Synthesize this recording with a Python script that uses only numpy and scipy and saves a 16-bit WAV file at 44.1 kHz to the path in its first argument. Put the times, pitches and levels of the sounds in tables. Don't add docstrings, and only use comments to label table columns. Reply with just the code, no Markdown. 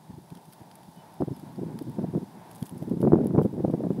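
import sys
import numpy as np
from scipy.fft import rfft, irfft, next_fast_len
from scipy.io import wavfile
from scipy.ndimage import uniform_filter1d, map_coordinates

SR = 44100
rng = np.random.default_rng(int(sys.argv[2]) if len(sys.argv) > 2 else 0)


def transcribe(u):
    v = np.clip(np.atleast_2d(u).T, -1, 1)
    q = np.round(v * 32767).astype(np.int16)
    wavfile.write(sys.argv[1], SR, q)


N = 176400

# time_s, level_db
WIND_LEVEL = [(0.0, -54), (0.92, -56), (1.43, -47.5), (1.56, -46.5), (1.8, -41), (2.05, -38.5), (2.27, -48),
              (2.43, -51), (2.67, -51), (3.05, -28.5), (3.25, -26.5), (3.43, -30.5), (3.6, -34),
              (4.0, -32.5)]
# peak_s, level_db, half_height_width_s, fineness (eddy pitch factor)
BUFFETS = [(0.104,-36.5,0.015,0.73), (0.142,-42.5,0.02,0.77), (0.182,-40.5,0.018,0.87),
           (0.325,-36,0.0147,0.88), (0.369,-43,0.0198,0.92), (0.488,-46.5,0.02478,0.96),
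           (0.615,-42.5,0.01571,0.95), (0.887,-44,0.018,0.81), (0.98,-45,0.02487,0.91),
           (1.211,-20,0.0098,1.13), (1.231,-22,0.018,1.03), (1.282,-27.5,0.012,1.15), (1.319,-28,0.022,0.8),
           (1.436,-38.5,0.01622,1.26), (1.59,-31,0.024,1.16), (1.627,-27,0.023,1.015),
           (1.664,-30,0.016,0.91), (1.693,-36.5,0.015,1.234), (1.753,-32.5,0.01787,1.015),
           (1.817,-30.5,0.013,1.01), (1.888,-32.5,0.03767,0.81), (1.992,-23,0.014,1.224),
           (2.016,-30.5,0.015,0.97), (2.032,-32,0.0077,1.12), (2.044,-23,0.013,1.116),
           (2.087,-31,0.035,0.73), (2.141,-29.5,0.015,1.07), (2.166,-20.5,0.029,.85),
           (2.229,-30.5,0.017,0.86), (2.627,-26.5,0.010843,.7), (2.729,-35,0.025,0.94),
           (2.764,-32.5,0.018404,0.81), (2.827,-29.5,0.0135,1.18), (2.881,-29,0.0162,.85),
           (2.918,-21.5,0.01793,0.95), (2.941,-27,0.017,0.83), (2.974,-24.5,0.011,0.94),
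           (3.006,-24.5,0.013,0.84), (3.042,-18,0.028,.9), (3.075,-14,0.017,0.87), (3.138,-11,0.01456,0.95),
           (3.164,-22,0.02508,0.89), (3.21,-20.5,0.018,.95), (3.259,-27,0.012,0.8),
           (3.308,-24,0.01419,0.96), (3.348,-17.5,0.01476,0.9), (3.387,-14.5,0.021,1.186),
           (3.414,-19.5,0.02038,0.97), (3.456,-18,0.01673,0.91), (3.539,-29,0.013,1.03),
           (3.583,-29,0.0092,1.08), (3.602,-23,0.01093,1), (3.65,-17.5,0.015,1.02), (3.684,-23,0.011,1.12),
           (3.702,-24.5,0.012,1.163), (3.743,-22,0.01914,1.11), (3.782,-29,0.0089,1.17),
           (3.803,-26.5,0.011,1.14), (3.845,-19.5,0.017,1.087), (3.869,-23,0.014,1.1),
           (3.91,-24,0.017,1.07), (3.93,-29,0.0094,0.77), (3.991,-27.5,0.022,1.01)]
# frequency_hz, density_db (per Hz)
EDDY_SPECTRUM = [(30, -14), (100, 0.5), (200, 1), (340, -1), (520, -7.5), (850, -21), (1200, -38.5),
                 (1800, -46), (2800, -63), (6000, -93.5)]
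WIND_GAIN_DB, SWAY_DB, FLUTTER_DB = -1.5, 3, 2.5
REFERENCE_DB, DB_PER_SPEED_DOUBLING = -20, 29

PORT_HZ, PORT_Q, LEAK_HZ = 156.6, 1.95, 91
HOLLOW_HZ, HOLLOW_Q, HOLLOW_DB = 352, 5.3, -12.5

# time_s, peak_db
POPS = [(1.22, -22.5), (1.989, -32.5), (2.15, -32.5), (3.028, -24), (3.05, -22.5), (3.073, -22),
        (3.12, -16.5), (3.132, -15), (3.141, -26), (3.156, -22), (3.306, -31.5), (3.35, -27.5),
        (3.36, -24.5), (3.379, -25), (3.391, -21.5), (3.414, -25), (3.647, -29), (3.679, -35),
        (3.737, -31.5), (3.746, -39), (3.837, -29.5), (3.904, -31)]
POP_GAIN_DB, POP_HALF_WIDTH_S, POP_DELAY_S, POP_SOFT_HZ = 13, 0.00043, 0.001477, 1710

# start_s, level_db, low_part_db (against the high part)
TICKS = [(0.302, -46, -7.5), (0.3508, -44.5, -8), (0.3715, -49, -9), (0.4541, -47, -14), (0.525, -48, -10),
         (0.5322, -42, -5.5), (0.7132, -49.5, -5.5), (0.7544, -40, -15.5), (0.832, -49, -10),
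         (0.961, -49, -18), (1.1402, -46, -17), (1.2106, -44.5, -10.5), (1.364, -42, -19),
         (1.3969, -46, -11), (1.5584, -46.5, -14), (1.7884, -40.5, -9), (1.8225, -41.5, -29),
         (1.8965, -47, -14.5), (2.5118, -38.5, -16), (2.5493, -43, -16.5), (2.5643, -46, -16),
         (2.582, -47.5, -15), (2.6256, -37, -9), (2.6647, -36, -15), (2.6931, -38, -20.5),
         (2.7786, -45.5, -16), (2.824, -45, -9), (2.8952, -44, -14), (3.0044, -44.5, -17),
         (3.0148, -38, -13), (3.2452, -43.5, -20), (3.2682, -35, -28), (3.421, -46, -21),
         (3.4311, -41.5, -10.5), (3.7103, -43.5, -17)]
# frequency_hz, density_db (per Hz)
TICK_HIGH_SPECTRUM = [(2000, -9), (6000, -15.5), (8000, -7), (10700, 3.5), (13500, -5.5), (15500, -9.5)]
# frequency_hz, density_db (per Hz)
TICK_LOW_SPECTRUM = [(400, -18.5), (1300, 5.5), (2200, -3.5), (3200, 4), (4000, -2.5), (4800, 4),
                     (5800, -3.5), (7500, -16), (12000, -38)]
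TICK_ATTACK_S, TICK_T60_S = 0.00071, 0.017
TICK_HIGH_GAIN_DB, TICK_LOW_GAIN_DB, TICK_ROUGH_DB = -3, 6.5, -3

# middle_s, half_height_width_s, level_db
SCRAPES = [(0.518, .17, -74), (2.555, .07, -65), (2.651, 0.11, -60), (2.819, 0.061, -66),
           (3.03, 0.043, -63), (3.439, 0.032, -62)]
GRAINS_PER_S, CREEP_DB = 1800, -75
GRAIN_HZ, GRAIN_LOG_SPREAD, GRAIN_DECAY_S, GRAIN_SCATTER_DB = 11450, 0.25, 0.00018, 7

# start_s, length_s, start_hz, end_hz, peak_db
CHIRPS = [(.95, .09, 3020, 2970, -64), (1.325, .05, 5500, 4750, -63), (1.45, .11, 3650, 4400, -73)]

# frequency_hz, density_db (per Hz)
HUSH_SPECTRUM = [(30, -25), (60, -26), (110, -25.5), (200, -3), (380, -3), (480, -8), (660, -2),
                 (780, -1.5), (900, 2), (1020, -5), (1220, -15.5), (1600, -15), (2400, -22.5),
                 (4000, -29.5), (9000, -57)]
# time_s, level_db
HUSH_LEVEL = [(0.0, -60), (1.24, -55.5), (1.52, -55), (2.25, -55.5), (2.59, -53.5), (2.85, -55.5)]
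# frequency_hz, density_db (per Hz)
HISS_SPECTRUM = [(1000, -4), (2500, -7.5), (3600, 4.5), (4200, 0.5), (4900, 3), (5800, -1), (7300, -3),
                 (9000, 0), (11200, 0.5), (13000, -5), (15500, -5)]
# time_s, level_db
HISS_LEVEL = [(0, -67), (.3, -65.5), (.55, -64.5), (1.4, -64.5), (2.5, -64), (3.2, -66), (4, -65)]
HUSH_GAIN_DB = 2.5

LOW_CUT_HZ, TOP_HZ = 47, 15750


def amp(db):
    return 10 ** (np.asarray(db) / 20)


def unit(x):
    return x / np.sqrt(np.mean(x ** 2) + 1e-20)


def curve(rows):
    return np.interp(np.arange(N) / SR, *np.transpose(rows))


def wobble(knots_per_s):
    knots = rng.standard_normal(N // 8)
    return map_coordinates(knots, [np.arange(N) * knots_per_s / SR], mode="wrap")


def filtered(x, response):
    m = next_fast_len(N + SR // 2)
    return irfft(rfft(x, m) * response(np.fft.rfftfreq(m, 1 / SR)), m)[:N]


def noise(spectrum):
    f, db = np.transpose(spectrum)
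    white = rng.standard_normal(N)
    return unit(filtered(white, lambda hz: amp(np.interp(np.log(hz + 1), np.log(f), db))))


def swell(middle_s, width_s):
    half_widths = 2 * (np.arange(N) / SR - middle_s) / width_s
    return 2 ** -np.minimum(half_widths ** 2, 100)


def evened(x, size):
    power = uniform_filter1d(uniform_filter1d(x ** 2, size), size)
    return x / np.sqrt(np.abs(power) + 1e-12)


def wind():
    power = amp(curve(WIND_LEVEL) + WIND_GAIN_DB + SWAY_DB * wobble(28)) ** 2
    fine_power = power
    for peak_s, level_db, width_s, fineness in BUFFETS:
        buffet = (amp(level_db) * swell(peak_s, width_s)) ** 2
        power = power + buffet
        fine_power = fine_power + fineness * buffet
    pressure = np.sqrt(power)
    flutter = amp(FLUTTER_DB * wobble(260))
    level_db = 20 * np.log10(pressure * flutter)
    speed = 2 ** ((level_db - REFERENCE_DB) / DB_PER_SPEED_DOUBLING)
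    mean_fineness = fine_power / power
    travelled = np.cumsum(speed * mean_fineness)
    eddies = map_coordinates(noise(EDDY_SPECTRUM), [travelled], mode="wrap")
    return pressure * evened(filtered(eddies * flutter, port), size=600)


def port(hz):
    resonant = -hz ** 2 / (PORT_HZ ** 2 - hz ** 2 + 1j * hz * PORT_HZ / PORT_Q)
    leak = 1j * hz / (LEAK_HZ + 1j * hz)
    damping = 1j * hz * HOLLOW_HZ / HOLLOW_Q
    hollow = damping / (HOLLOW_HZ ** 2 - hz ** 2 + damping)
    return resonant * leak * (1 + amp(HOLLOW_DB) * hollow)


def pops():
    t = np.arange(N) / SR
    dips = np.zeros(N)
    for time_s, peak_db in POPS:
        offset = (t - time_s - POP_DELAY_S) / POP_HALF_WIDTH_S
        dips -= amp(peak_db + POP_GAIN_DB) / (1 + offset ** 2)
    return filtered(dips, lambda hz: port(hz) / np.sqrt(1 + (hz / POP_SOFT_HZ) ** 4))


def ticks():
    high = unit(noise(TICK_HIGH_SPECTRUM) * amp(TICK_ROUGH_DB * wobble(900)))
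    low = unit(noise(TICK_LOW_SPECTRUM) * amp(TICK_ROUGH_DB * wobble(900)))
    out = np.zeros(N)
    for start_s, level_db, low_part_db in TICKS:
        t = np.maximum(np.arange(N) / SR - start_s, 0)
        attack = 1 - np.exp(-t / TICK_ATTACK_S)
        decay = amp(-60 * np.minimum(t / TICK_T60_S, 2))
        burst = amp(TICK_HIGH_GAIN_DB) * high + amp(low_part_db + TICK_LOW_GAIN_DB) * low
        out += attack * decay * amp(level_db) * burst
    return out


def scrapes(size=128):
    starts = np.flatnonzero(rng.random(N) < GRAINS_PER_S / SR)
    pitch, strength = rng.standard_normal((2, N))[:, starts, None]
    t = np.arange(size) / SR
    hz = np.minimum(GRAIN_HZ * np.exp(GRAIN_LOG_SPREAD * pitch), SR / 2)
    ringing = np.exp(-t / GRAIN_DECAY_S) * np.sin(2 * np.pi * hz * t)
    grains = amp(GRAIN_SCATTER_DB * strength) * ringing
    places = starts[:, None] + np.arange(size)
    sand = np.bincount(places.ravel(), grains.ravel(), N)[:N]
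    sliding = sum(amp(level_db) * swell(middle_s, width_s) for middle_s, width_s, level_db in SCRAPES)
    return unit(sand) * (amp(CREEP_DB) + sliding)


def birds():
    out = np.zeros(N)
    for start_s, length_s, start_hz, end_hz, peak_db in CHIRPS:
        progress = np.clip((np.arange(N) / SR - start_s) / length_s, 0, 1)
        glide = start_hz + (end_hz - start_hz) * progress
        hz = glide * (1 + 0.00684 * wobble(320))
        out += amp(peak_db) * np.sin(np.pi * progress) * np.sin(2 * np.pi * np.cumsum(hz) / SR)
    return out


def background():
    hush_level = amp(curve(HUSH_LEVEL) + HUSH_GAIN_DB + 1.2 * wobble(10))
    hiss_level = amp(curve(HISS_LEVEL) + 0.51 * wobble(12))
    return hush_level * noise(HUSH_SPECTRUM) + hiss_level * noise(HISS_SPECTRUM)


def scene():
    return (wind() + pops() + ticks() + scrapes() + birds() + background())[None]


def record(dry):
    def band(hz):
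        low_cut = hz ** 2 / np.sqrt(hz ** 4 + LOW_CUT_HZ ** 4)
        return (hz < TOP_HZ) * low_cut
    return filtered(dry[0], band)[None]


dry = scene()
out = record(dry)
transcribe(out)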